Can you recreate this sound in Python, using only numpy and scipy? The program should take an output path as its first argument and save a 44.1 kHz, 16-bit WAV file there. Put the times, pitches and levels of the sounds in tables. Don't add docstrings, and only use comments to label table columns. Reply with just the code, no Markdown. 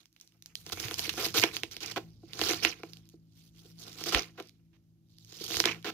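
import sys
import numpy as np
from scipy import signal
from scipy.fft import rfft, irfft, next_fast_len
from scipy.io import wavfile
from scipy.ndimage import uniform_filter1d, map_coordinates

SR = 44100
rng = np.random.default_rng(int(sys.argv[2]) if len(sys.argv) > 2 else 0)


def convert_level_to_amplitude(level_db):
    exponent = np.asarray(level_db, float) / 20
    return 10 ** exponent


def to_wav(sig):
    pcm = np.clip(np.atleast_2d(sig), -1, 1) * 32767
    pcm = np.round(pcm).astype(np.int16)
    wavfile.write(sys.argv[1], SR, pcm.T)


N = 261513


def unit(x):
    return x / np.sqrt(np.mean(x ** 2) + 1e-20)


def peak(x):
    return x / abs(x).max(-1, keepdims=True)


def along(points, hz):
    f, v = np.transpose(points)
    return np.interp(np.log(hz + 1), np.log(f + 1), v)


def curves(rows, t):
    s, *cols = np.transpose(rows)
    return [np.interp(t, s, c) for c in cols]


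def wobble(rate):
    knots = rng.standard_normal(int(N * rate / SR) + 4)
    return map_coordinates(knots, [np.arange(N) * rate / SR])


def filtered(x, response):
    m = 2 * next_fast_len(x.shape[-1] // 2 + SR // 8)
    spectrum = rfft(x, m) * response(np.fft.rfftfreq(m, 1 / SR))
    return irfft(spectrum, m)[..., :x.shape[-1]]


def resonance(f, hz, width_hz):
    return 1j * f * width_hz / (hz * hz - f * f + 1j * f * width_hz)


def lay(rows, times):
    out = np.zeros((2, N + SR))
    for row, s in zip(rows, times):
        out[:, round(s * SR):][:, :row.shape[-1]] += row
    return out[:, :N]


# frequency in Hz, likeness (0 unrelated, 1 identical).
LIKENESS = [(60, 1), (150, 0.72), (380, 1), (950, 0.16), (2380, 0.29), (5980, 0.34), (15000, 0.25)]


def paired(two):
    turn = lambda f: np.arccos(np.clip(along(LIKENESS, f), -1, 1)) / 2
    mid, side = filtered(two, lambda f: np.array([np.cos(turn(f)), np.sin(turn(f))]))
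    return np.array([mid + side, mid - side])


# frequency in Hz, width in Hz, relative level in dB.
BOARD_MODES = [(320, 82.3, 2.5), (339.3, 68, 4.5), (446, 66.7, -5), (572, 99, -16.5), (687.6, 46, -8.5),
               (818, 60, -12.5), (1007, 72, -13.5), (1400, 290, -13)]


def board(f):
    return sum((-1) ** k * convert_level_to_amplitude(db) * resonance(f, hz, w) for k, (hz, w, db) in enumerate(BOARD_MODES))


def crack(hz, noise):
    t = np.arange(noise.shape[-1]) / SR
    click = (t == 0) * 6 + convert_level_to_amplitude(-60 * t / .008) * noise
    return peak(filtered(click, lambda f: resonance(f, hz, .5 * hz) + 0.068 * resonance(f, 1600, 4000)))


def grainy(per_s, life_s, spread_db, bed):
    sizes = convert_level_to_amplitude(spread_db * np.clip(rng.exponential(size=N), 0, 3))
    kicks = (rng.random(N) < per_s / SR) * sizes
    bursts = signal.lfilter([1], [1, -np.exp(-1 / (life_s * SR))], kicks)
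    return paired((unit(bursts) + bed) * rng.standard_normal((2, N)))


def patchy(pair, depth_db):
    z = signal.stft(pair, nperseg=128)[2]
    field = rng.standard_normal(z.shape[1:])
    field = uniform_filter1d(uniform_filter1d(field, size=3, axis=0), size=12, axis=1)
    return signal.istft(z * convert_level_to_amplitude(depth_db * unit(field)), nperseg=128)[1][:, :N]


# frequency in Hz, relative level in dB.
MOTOR_LINES = [(55, -9.5), (110, -4), (165, -1), (220, -13.5), (275, -14.5), (330, -12.5)]
# time in seconds, hum setting in dB, rumble setting in dB.
SWELLING = [(0.0, -83, -93), (0.76, -66, -50.5), (0.89, -64.5, -48.5), (1.3, -69, -46.5),
            (1.75, -69.5, -54.5), (2.03, -60.5, -58), (2.26, -69, -54), (2.54, -58.5, -47.5),
            (2.86, -66, -64), (3.42, -68.5, -62.5), (4.11, -59.5, -60), (4.53, -70.5, -67.5),
            (4.84, -71.5, -64), (5.32, -68, -64), (5.61, -57.5, -50.5), (5.93, -64.5, -64)]


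def motor_hum():
    t = np.arange(N) / SR
    hum_db = curves(SWELLING, t)[0]
    drift = 0.0043 * np.cumsum(wobble(3)) / SR
    lines = 0
    for hz, db in MOTOR_LINES:
        cycles = hz * (t + drift) + 0.08 * (hz / 55) ** 2
        lines = lines + convert_level_to_amplitude(db + 2.9 * wobble(12)) * np.sin(2 * np.pi * cycles)
    return convert_level_to_amplitude(hum_db + 7.5) * lines


# frequency in Hz, relative level in dB per Hz.
ROOM_COLOUR = [(30, -12.5), (100, -3), (200, -7.5), (330, -3.5), (450, -28.5), (1000, -37), (3000, -39.5),
               (6000, -30.5), (16000, -41)]


def room_noise():
    rumble_db = curves(SWELLING, np.arange(N) / SR)[1]
    rumble = unit(filtered(paired(rng.standard_normal((2, N))), lambda f: resonance(f, 84, 120) ** 2))
    air = unit(filtered(paired(rng.standard_normal((2, N))), lambda f: convert_level_to_amplitude(along(ROOM_COLOUR, f))))
    hiss = filtered(rng.standard_normal((2, N)), lambda f: 1 + 1.5 * resonance(f, 12000, 8000))
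    return convert_level_to_amplitude(rumble_db - 5.0) * rumble + convert_level_to_amplitude(-80) * air + convert_level_to_amplitude(-85) * hiss


# frequency in Hz, seconds to fall by 60 dB.
ROOM_DECAY = [(200, 0.31), (2000, 0.11), (10000, 0.33)]


def kitchen(x):
    hz, t, z = signal.stft(rng.standard_normal((2, SR // 2)), SR, nperseg=256)
    tail = signal.istft(z * convert_level_to_amplitude(-60 * t / along(ROOM_DECAY, hz)[:, None]), SR, nperseg=256)[1]
    late = np.pad(x, ((0, 0), (300, 0)))
    return signal.fftconvolve(late, tail / np.linalg.norm(tail[0]), axes=1)[:, :N]


# time in seconds, middle of the left and right peaks in dB, pitch in Hz.
PUSHES = [(0.738, -41.5, 92), (0.859, -36, 114), (1.398, -35, 110.6), (2.43, -39.5, 82.6), (2.66, -44, 74),
          (4.16, -24, 50.4), (5.577, -40, 87)]


def thuds():
    s, db, hz = np.transpose(PUSHES)[:, :, None, None]
    t = np.arange(SR // 4) / SR
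    swing = np.sin(2 * np.pi * hz * t) * convert_level_to_amplitude(-60 * t / 0.12) * (1 - np.exp(-t / 0.0009))
    return lay(convert_level_to_amplitude(db + [[-2.5], [2.5]]) * peak(swing), s.ravel() - .008)


# start in seconds, level setting in dB.
SOFT_TAPS = [(1.075, -28), (2.232, -35.5), (2.302, -48.5), (3.137, -39), (3.652, -42.5), (5.408, -29)]


def taps():
    s, db = np.transpose(SOFT_TAPS)
    t = np.arange(SR // 8) / SR
    push = rng.standard_normal((len(s), 1, len(t))) * convert_level_to_amplitude(-60 * t / 0.021)
    knock = filtered(push, lambda f: board(f) / (1 + 1j * f / 450) ** 3)
    return lay(convert_level_to_amplitude(db - 7.0)[:, None, None] * peak(knock), s)


# start in seconds, level setting in dB, centre in Hz.
SKIN_TICKS = [(0.1277, -53, 6340), (0.2, -44, 4660), (0.2756, -46, 5670), (0.322, -53.5, 2860),
              (0.4237, -37, 5300), (0.5544, -22, 4300), (2.2894, -56, 4790), (2.789, -56, 4400),
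              (2.872, -57.5, 4700), (2.9704, -40, 3680), (3.055, -53.5, 4490), (3.09, -44, 7000),
              (3.0987, -49, 6200), (3.5613, -54, 5700), (3.618, -55.5, 5470), (3.939, -47, 5700),
              (4.4251, -42, 4860), (4.473, -46.5, 5730), (4.487, -46, 4430), (4.4941, -42.5, 4070),
              (5.0869, -64, 4780), (5.139, -58.5, 4360), (5.185, -44, 4470), (5.248, -42, 5660),
              (5.273, -53, 4700), (5.293, -48, 4940), (5.8271, -41, 3480)]
CRACKLE_DB, CRACKLE_HZ = 5, 5000
THIN_HZ = 1524


def ticks(count=200):
    when, size, pitch = rng.random((count, 3)).T
    rasp_db = strokes()[0][(when * N).astype(int)]
    chance_db = rasp_db + CRACKLE_DB + 8 * (size - .5)
    chance = [when * N / SR, chance_db, CRACKLE_HZ * 2 ** (pitch - .5)]
    s, db, hz = np.hstack([np.transpose(SKIN_TICKS), chance])[:, :, None, None]
    noise = rng.standard_normal((len(s), 4, SR // 40))
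    bright = convert_level_to_amplitude(-4.5) * crack(10000, noise[:, 2:])
    bare = lay(convert_level_to_amplitude(db + 5) * (crack(hz, noise[:, :2]) + bright), s.ravel())
    return filtered(bare, lambda f: (1j * f / (THIN_HZ + 1j * f)) ** 2)


# start in seconds, scrape level in dB, centre in Hz,
# board drone in dB relative to the scrape, length of the drag in seconds.
EDGE_SKIDS = [(0.721, -21, 5500, -13, 0.012), (1.174, -29.5, 3030, 0.5, 0.073),
              (1.342, -18.5, 4400, -6, 0.036), (1.805, -29, 4400, -15, 0.034),
              (1.913, -24, 4870, -18, 0.0065), (1.961, -23.5, 2170, 0.5, 0.019),
              (3.985, -33.5, 5000, -10, 0.04), (4.058, -28, 3920, -3.5, .03),
              (4.123, -19.5, 4740, -8, 0.026), (4.378, -38, 1614, 2.5, 0.031),
              (4.731, -60.5, 2000, -16.5, 0.038), (5.398, -37, 4500, -19, 0.022),
              (5.845, -25.5, 2100, -3.5, 0.057)]


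def skids():
    s, db, hz, board_db, length = np.transpose(EDGE_SKIDS)[:, :, None, None]
    t = np.arange(SR // 6) / SR
    drag = convert_level_to_amplitude(-60 * np.maximum(t - length, 0) / 0.022) * rng.standard_normal((len(s), 3, len(t)))
    drag = drag * (1 + 0.62 * convert_level_to_amplitude(-60 * t / 0.0054))
    colour = lambda f: resonance(f, hz, 1.2 * hz) + 0.39 * resonance(f, 16000, 7000)
    scrape = peak(filtered(drag[:, :2], colour))
    drone = peak(filtered(drag[:, 2:], board))
    return paired(lay(convert_level_to_amplitude(db) * scrape, s.ravel())) + lay(convert_level_to_amplitude(db + board_db) * drone, s.ravel())


# start in seconds, level setting in dB,
# centre in Hz, board knock setting in dB relative to the snap.
LAYER_SNAPS = [(0.0567, -40.5, 5260, -53), (0.164, -44.5, 2730, -48), (0.212, -33.5, 6200, -54),
               (0.4599, -29.5, 6220, -55), (0.665, -26, 5470, -18.5), (0.6981, -35, 2730, -5.5),
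               (0.7735, -37, 2630, -0.5), (0.8008, -19.5, 5200, -27.5), (0.884, -22, 3250, -19.5),
               (0.9112, -24.5, 3200, -7.5), (0.9422, -19, 5800, -54), (0.9858, -26.5, 3720, -17),
               (0.9933, -12.5, 4500, -24.5), (1.0933, -12, 2960, -42), (1.0968, -16.5, 3200, -38.5),
               (1.1378, -29, 5450, -12.5), (1.2624, -17.5, 4700, -13.5), (1.3833, -17, 3130, -15),
               (1.3902, -21.5, 2173, -20), (1.3978, -12, 4530, -21), (1.4375, -4, 2290, -13),
               (1.567, -14, 3130, -47), (1.6342, -15, 2563, -18), (1.7128, -30.5, 4700, -35),
               (1.7668, -23, 3350, -25.5), (1.8324, -23.5, 5050, -34), (1.8612, -20, 6200, -26),
               (2.3334, -24, 3540, -31), (2.3927, -21, 4610, -10), (2.4145, -10.5, 3380, -14),
               (2.4371, -18, 4430, -11.5), (2.4916, -17, 4990, -12), (2.5339, -19, 4820, -10),
               (2.6496, -7, 2356, -20.5), (2.834, -34.5, 2280, 1.5), (2.934, -33, 4340, -36),
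               (4.011, -40, 3000, 1), (4.0392, -18, 5600, -28), (4.0919, -18.5, 5990, -18.5),
               (4.1474, -5.5, 2230, -27.5), (4.4004, -29, 1400, -10), (5.324, -36, 5200, -14),
               (5.4798, -27, 4230, -19), (5.5047, -32.5, 3600, -2.5), (5.5195, -22.5, 4060, -14),
               (5.5433, -20.5, 3390, -12), (5.569, -13, 4500, -18.5), (5.602, -4, 4560, -19.5),
               (5.6402, -16, 1700, -22), (5.6563, -6.5, 3460, -16), (5.715, -21, 2740, -31)]
SPIT_DB, SPIT_DB_PER_OCT, SPIT_SHRINK = -9.5, 2, .4
TAIL_DB, TAIL_SPREAD_DB = -17, 3


def snaps():
    s, db, hz, board_db = np.transpose(LAYER_SNAPS)[:, :, None, None]
    fizz_db = SPIT_DB + SPIT_DB_PER_OCT * np.log2(hz / 4000) - SPIT_SHRINK * (db + 17)
    t = np.arange(SR // 8) / SR
    noise = rng.standard_normal((len(s), 7, len(t)))
    tail_db = TAIL_DB + TAIL_SPREAD_DB * noise[:, :1, -1:]
    tail = peak(filtered(convert_level_to_amplitude(-60 * t / 0.049) * noise[:, 2:4], lambda f: resonance(f, hz, 1.2 * hz)))
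    fizz = peak(filtered(convert_level_to_amplitude(-60 * t / .02) * noise[:, 4:6], lambda f: resonance(f, 17000, 7000) ** 2))
    blow = noise[:, 6:] * convert_level_to_amplitude(-60 * t / 0.0015) + 4 * (t == 0)
    knock = peak(filtered(blow, board))
    direct = convert_level_to_amplitude(2.0) * crack(hz, noise[:, :2]) + convert_level_to_amplitude(fizz_db) * fizz + convert_level_to_amplitude(board_db + 2.1) * knock
    direct = direct + convert_level_to_amplitude(board_db + 1.5) * crack(2100, noise[:, 6:])
    return lay(convert_level_to_amplitude(db) * direct, s.ravel()) + paired(lay(convert_level_to_amplitude(db + tail_db) * tail, s.ravel()))


# time of full pressure in seconds, rise in seconds,
# hold in seconds, skin rasp setting in dB, flesh crunch setting in dB relative to the rasp.
PRESSURE_STROKES = [(0.0, .01, 0.0039, -72.5, 4), (0.29, .05, 0.089, -83.5, 4),
                    (0.557, .02, 0.061, -69, -8), (0.22, 0.17, 0.018, -75.5, 2.5),
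                    (0.464, .1, 0.054, -81.5, 14), (0.672, 0.1, 0.12, -60, 2.5),
                    (0.807, 0.16, 0.054, -47.5, 5.5), (0.912, 0.063, 0.01, -49, 2.5),
                    (0.982, 0.015, 0.013, -46.5, 1), (1.041, 0.2, 0.017, -44.5, 5.5),
                    (1.202, 0.24, .04, -43, 2.5), (1.246, 0.073, 0.017, -40, 2.5),
                    (1.378, 0.062, 0.016, -32, -2.5), (1.428, .02, 0.0045, -52, 24.5),
                    (1.549, 0.078, 0.013, -46, 0), (1.715, 0.023, 0.022, -55, 1),
                    (1.831, 0.029, 0.064, -48.5, 4), (1.966, 0.012, 0.0013, -63, 16),
                    (2.05, .02, 0.2, -76, -17), (2.422, .14, .1, -34.5, -1),
                    (2.309, 0.13, 0.028, -62, -0.5), (2.635, 0.042, .008, -33, 3.5),
                    (2.651, .02, 0.036, -43.5, 7.5), (2.841, .1, 0.12, -67, -9),
                    (3.107, 0.27, 0.027, -76, -5.5), (3.379, 0.21, 0.085, -69, -7.5),
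                    (3.587, 0.18, 0.12, -68, -6), (3.797, 0.048, 0.03, -59.5, -15),
                    (3.885, 0.22, 0.047, -52, -3.5), (4.014, 0.24, 0.024, -49.5, -4),
                    (4.063, 0.018, 0.018, -40, -9), (4.143, 0.12, 0.04, -38.5, 6.5),
                    (4.393, 0.12, 0.057, -66.5, 2.5), (5.098, 0.017, 0.13, -77.5, -20),
                    (5.251, 0.24, 0.053, -66, -23), (5.328, .15, 0.059, -56.5, -5.5),
                    (5.415, 0.04, 0.04, -45.5, -13), (5.485, .03, .035, -42.5, -18),
                    (5.556, 0.18, 0.04, -36.5, -7), (5.652, 0.025, 0.04, -44, 12.5)]
# time in seconds, setting in dB relative to the rasp.
FIZZ_LEVEL = [(0, 0), (.6, 2.5), (1.0, -0.5), (1.6, -8), (2.4, -12), (3.0, -7), (3.7, -6), (4.2, -10),
              (5.2, -9), (5.9, -8)]
RISE_DB, RELEASE_DB_PER_S = 39, 263
LINGER_DB, LINGER_DB_PER_S = -25, 67.5
RUMBLE_DB, RUMBLE_FLESH = -5.5, 0.57
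FIZZ_DULLING = 1


def strokes():
    s, rise, hold, db, flesh = np.transpose(PRESSURE_STROKES)[:, :, None]
    t = np.arange(0, N + 64, 64) / SR
    after = np.maximum(t - s - hold, 0)
    climb = -RISE_DB * np.maximum(s - t, 0) / rise
    release = np.maximum(-RELEASE_DB_PER_S * after, LINGER_DB - LINGER_DB_PER_S * after)
    press = db + climb + release
    rumble = RUMBLE_DB + RUMBLE_FLESH * flesh
    fizz = curves(FIZZ_LEVEL, t)[0] - FIZZ_DULLING * np.maximum(flesh, 0)
    levels = []
    for share in [0, flesh, rumble, fizz]:
        power = (convert_level_to_amplitude(press + share) ** 2).sum(0)
        levels.append(np.interp(np.arange(N) / SR, t, 10 * np.log10(power + 1e-10)))
    return levels


# frequency in Hz, relative level in dB per Hz.
SKIN_RASP = [(1500, -40), (2500, -18), (3200, -5), (4600, 0), (5800, -2), (7300, -8), (8500, -30)]
# frequency in Hz, relative level in dB per Hz.
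FLESH_CRUNCH = [(600, -26.5), (1000, -2), (1400, -4.5), (2300, 5), (3000, -0.5), (4500, -27)]
# frequency in Hz, relative level in dB per Hz.
HIGH_FIZZ = [(4410, -18.5), (7500, -6.5), (9700, -3.5), (12700, -5.5), (14700, -1.5), (15700, -3.5),
             (16000, -30)]


def cutting():
    rasp_db, crunch_db, rumble_db, fizz_db = strokes()
    skin = patchy(grainy(600, .001, spread_db=3.5, bed=.9), depth_db=3)
    flesh = patchy(grainy(400, .0015, spread_db=3.5, bed=.9), depth_db=3)
    rasp = unit(filtered(skin, lambda f: convert_level_to_amplitude(along(SKIN_RASP, f))))
    crunch = unit(filtered(flesh, lambda f: convert_level_to_amplitude(along(FLESH_CRUNCH, f))))
    fizz = unit(filtered(skin, lambda f: convert_level_to_amplitude(along(HIGH_FIZZ, f))))
    rumble = unit(filtered(grainy(98, 0.02, spread_db=11.0, bed=0.71), board))
    layers = convert_level_to_amplitude(rasp_db + 1.5) * rasp + convert_level_to_amplitude(crunch_db - 4.36) * crunch
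    layers = layers + convert_level_to_amplitude(fizz_db + 11.0) * fizz + convert_level_to_amplitude(rumble_db + 2.5) * rumble
    return convert_level_to_amplitude(1.5 * wobble(40)) * layers


def scene():
    hits = snaps() + skids() + taps() + ticks()
    room = convert_level_to_amplitude(-11.5) * paired(kitchen(hits))
    return hits + room + cutting() + thuds() + motor_hum() + room_noise()


def causal(db):
    c = irfft(db * np.log(10) / 20)
    half = c.shape[-1] // 2
    fold = np.concatenate([[1], np.full(half - 1, 2), [1], np.zeros(c.shape[-1] - half - 1)])
    return np.exp(rfft(c * fold))


def top_cut(x):
    return signal.sosfilt(signal.butter(12, 16800, fs=SR, output="sos"), x)


# frequency in Hz, gain in dB.
MIC_COLOUR = [(20, -19.5), (45, -9), (80, 0), (6000, -1), (7000, -4), (7800, -9), (10000, -10), (13000, -5),
              (15300, -10.5), (16000, -25.5), (17000, -56)]
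# frequency in Hz, left minus right in dB.
PORT_DIFFERENCE = [(60, -6), (92, 2), (140, -1.5), (210, 5.5), (330, -4.5), (500, 5), (770, -0.5),
                   (1170, 0), (1790, -3), (2740, -13.5), (4190, -11.5), (6410, -7), (9810, 6), (15000, 3)]
RIGHT_LAG = .00008


def record(dry):
    lag = lambda f: np.exp(-2j * np.pi * f * np.array([[0], [RIGHT_LAG]]))
    gains = lambda f: along(MIC_COLOUR, f) + along(PORT_DIFFERENCE, f) * np.array([[.5], [-.5]])
    heard = filtered(dry, lambda f: causal(gains(f)) * lag(f))
    return top_cut(heard)


dry = scene()
out = record(dry)
to_wav(out)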